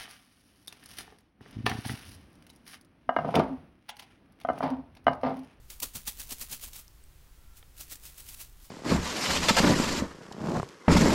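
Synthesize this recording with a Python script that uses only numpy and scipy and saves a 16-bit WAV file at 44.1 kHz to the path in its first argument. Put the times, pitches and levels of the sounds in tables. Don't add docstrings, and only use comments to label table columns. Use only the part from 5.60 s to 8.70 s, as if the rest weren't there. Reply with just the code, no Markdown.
import sys
import numpy as np
from scipy import signal
from scipy.fft import rfft, irfft
from scipy.io import wavfile

SR = 44100
rng = np.random.default_rng(int(sys.argv[2]) if len(sys.argv) > 2 else 0)


def to_wav(sig):
    pcm = np.clip(np.atleast_2d(sig), -1, 1) * 32767
    pcm = np.round(pcm).astype(np.int16)
    wavfile.write(sys.argv[1], SR, pcm.T)


N = 136710
TIME_S = np.arange(N) / SR

# peak time in seconds, crinkle level in dB, rise in seconds,
# fall in seconds, pat level in dB.
WAND_TURNS = [(.118, -45.5, 0.013, 0.03, -55), (0.231, -27.5, 0.0052, 0.012, -35),
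              (0.356, -34, 0.0066, 0.02, -42.5), (0.479, -28.5, 0.0062, 0.013, -43.5),
              (.605, -37, 0.016, 0.023, -53), (0.726, -32.5, 0.016, 0.0095, -42.5),
              (0.825, -38.5, 0.024, 0.018, -48.5), (.928, -33.5, 0.016, 0.02, -46),
              (1.038, -36, 0.013, 0.015, -50.5), (1.084, -46, 0.011, .008, -57.5),
              (1.162, -41, 0.019, 0.015, -56), (1.192, -45.5, 0.0099, 0.018, -57),
              (1.977, -51, 0.012, 0.014, -65), (2.211, -39, 0.015, 0.019, -54),
              (2.326, -36.5, 0.016, 0.012, -48.5), (2.455, -44, 0.022, 0.037, -56.5),
              (2.601, -44.5, 0.024, 0.021, -61), (2.695, -45, 0.033, 0.023, -65.5),
              (2.747, -45.5, 0.032, 0.006, -64), (2.815, -39.5, 0.023, 0.02, -59),
              (3.053, -54.5, 0.049, 0.033, -62)]
# start in seconds, level in dB, decay in seconds.
STRAND_SNAPS = [(0.0994, -38, 0.0069), (0.1997, -34, 0.0014), (0.596, -38, 0.0034), (0.7057, -33, 0.0028),
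                (0.809, -34.5, 0.012), (1.13, -43, .005), (2.176, -49, .005), (2.353, -43.5, .003),
                (2.578, -42.5, 0.0027), (2.686, -39.5, 0.0026)]
# start in seconds, level in dB, pitch in Hz, bandwidth in Hz.
STRAND_TICKS = [(1.280, -51, 5600, 1300), (1.439, -55, 8500, 1000)]
# start in seconds, level in dB, pitch in Hz.
CUSHION_THUMPS = [(.228, -44.5, 243), (0.351, -40.5, 143), (0.716, -50, 284), (0.921, -47.5, 149)]
# frequency in Hz, relative level in dB, decay in seconds.
WAND_MODES = [(494, -5, 0.0033), (793, -9.5, 0.0064), (1300, -3, 0.0041), (1870, -2, .003),
              (2330, -0.5, 0.0015), (3140, -1.5, 0.0032), (3680, 1, 0.0018)]
# frequency in Hz, relative spectral density in dB.
FOIL_SPECTRUM = [(100, -13), (400, -12.5), (1000, -8), (1700, -5.5), (2700, -1), (5000, -0.5), (9500, 1),
                 (15500, 1)]
PAT_SPECTRUM = [(50, -4), (130, -2.5), (260, 1.5), (390, -9), (490, -7), (700, -7.5), (1030, -7.5),
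                (1400, -6.5), (1800, -18), (4000, -13), (12000, -12.5)]
RUMBLE_SPECTRUM = [(10, -0.5), (22, 0.5), (42, 0.5), (55, -3), (68, -3), (90, -13), (115, -14), (160, -17),
                   (200, -26.5), (400, -32), (1000, -57)]
HISS_SPECTRUM = [(100, 6), (350, 7.5), (600, 3.5), (1300, 4), (2300, 1.5), (4000, 0), (8000, -2),
                 (16000, -1)]


def tassel(settle_db=-19, settle_s=0.045, loose_db=-10, loose_stretch=2.1):
    bunch_power = loose_power = 0
    for peak_s, db, rise_s, fall_s, _ in WAND_TURNS:
        turn = undb(db) * swell(peak_s, rise_s, fall_s)
        settle = undb(db + settle_db) * swell(peak_s, rise_s, settle_s)
        loose = undb(db + loose_db) * swell(peak_s, rise_s * loose_stretch, fall_s * loose_stretch)
        bunch_power += turn ** 2 + settle ** 2
        loose_power += loose ** 2
    snap_gain = sum(undb(db) * burst(start_s, decay_s, rise_s=0.0028, hold_s=0.0047)
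                    for start_s, db, decay_s in STRAND_SNAPS)
    bunch = np.sqrt(bunch_power) * crinkle(clicks_per_s=6000)
    snaps = snap_gain * crinkle(clicks_per_s=18000)
    crackle = np.sqrt(loose_power) * crinkle(clicks_per_s=300, spread_db=3.5, fizz_s=0.0014, fizz_db=11)
    return colour(bunch + snaps + crackle, FOIL_SPECTRUM)


def crinkle(clicks_per_s, spread_db=3.7, fizz_s=0.0007, fizz_db=-2):
    size = undb(spread_db * np.clip(rng.standard_normal(N), -2, 2))
    buckles = rng.random(N) < clicks_per_s / SR
    clicks = buckles * size * np.sign(rng.standard_normal(N))
    pole = np.exp(-2 / (fizz_s * SR))
    fizz_power = signal.lfilter([1 - pole], [1, -pole], clicks ** 2 + 1e-18)
    fizz = np.sqrt(fizz_power) * rng.standard_normal(N)
    return unit_rms(clicks + undb(fizz_db) * fizz)


def pats():
    pat_gain = sum(undb(db) * swell(peak_s, rise_s, fall_s)
                   for peak_s, _, rise_s, fall_s, db in WAND_TURNS)
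    thumps = 0
    for start_s, db, hz in CUSHION_THUMPS:
        envelope = burst(start_s, decay_s=0.013, rise_s=0.0041, hold_s=0.0041)
        thumps += undb(db) * envelope * noise_band(hz, width_hz=0.62 * hz)
    return pat_gain * colour(rng.standard_normal(N), PAT_SPECTRUM) + thumps


def ticks(click_db=-2):
    sound = 0
    for start_s, db, hz, width_hz in STRAND_TICKS:
        envelope = burst(start_s, decay_s=0.0011, rise_s=0.0003, hold_s=0.00056)
        ring = noise_band(hz, width_hz)
        click = undb(click_db) * noise_band(hz=10000, width_hz=15000)
        sound += undb(db) * envelope * (ring + click)
    return sound


def wand_knock(start_s=2.0275, level_db=-50.5):
    age_s = np.maximum(TIME_S - start_s, 0)
    return sum((-1) ** k * undb(level_db + db) * np.exp(-age_s / decay_s) * np.sin(2 * np.pi * hz * age_s)
               for k, (hz, db, decay_s) in enumerate(WAND_MODES))


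def room_echo(sound, t60_s=0.25, delay_s=0.008, level_db=-16):
    age_s = TIME_S[:N // 4]
    onset = np.clip(age_s / delay_s - 1, 0, 1)
    response = rng.standard_normal(len(age_s)) * undb(-60 * age_s / t60_s) * onset
    response /= np.linalg.norm(response)
    return undb(level_db) * signal.fftconvolve(sound, response)[:N]


def whine(pitch_hz=1366, wander_hz=12, level_db=-69):
    hz = pitch_hz + wander_hz * noise_band(hz=11, width_hz=20)
    envelope = swell(peak_s=1.93, rise_s=0.12, fall_s=0.032)
    return undb(level_db) * envelope * np.sin(2 * np.pi * np.cumsum(hz) / SR)


def background(rumble_db=-53, waver_db=0.5, hiss_db=-63):
    waver = undb(-waver_db * noise_band(hz=5.6, width_hz=6.1))
    rumble = undb(rumble_db) * waver * colour(rng.standard_normal(N), RUMBLE_SPECTRUM)
    hiss = undb(hiss_db) * colour(rng.standard_normal(N), HISS_SPECTRUM)
    return rumble + hiss


def undb(db):
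    return 10 ** (np.asarray(db) / 20)


def unit_rms(x):
    return x / np.sqrt(np.mean(x ** 2) + 1e-18)


def colour(x, spectrum):
    hz, db = np.array(spectrum).T
    bin_hz = np.maximum(np.arange(N + 1) * SR / (2 * N), 1)
    gain = unit_rms(undb(np.interp(np.log(bin_hz), np.log(hz), db)))
    return irfft(rfft(x, 2 * N) * gain)[:N]


def noise_band(hz, width_hz):
    bin_hz = np.maximum(np.arange(N // 2 + 1) * SR / N, 1)
    detuning = (bin_hz ** 2 - hz ** 2) / (bin_hz * width_hz)
    return unit_rms(irfft(rfft(rng.standard_normal(N)) / (1 + detuning ** 2), N))


def swell(peak_s, rise_s, fall_s):
    return np.exp(-np.maximum((peak_s - TIME_S) / rise_s, (TIME_S - peak_s) / fall_s))


def burst(start_s, decay_s, rise_s, hold_s):
    age_s = TIME_S - start_s
    return np.clip(age_s / rise_s, 0, 1) * np.exp(-np.maximum(age_s - hold_s, 0) / decay_s)


def scene():
    toy = tassel() + pats() + ticks() + wand_knock()
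    return (toy + room_echo(toy) + background() + whine())[None, :]


def record(dry):
    cutoff_hz = 15750
    return signal.sosfilt(signal.ellip(10, 0.2, 70, cutoff_hz, fs=SR, output="sos"), dry)


dry = scene()
out = record(dry)
to_wav(out)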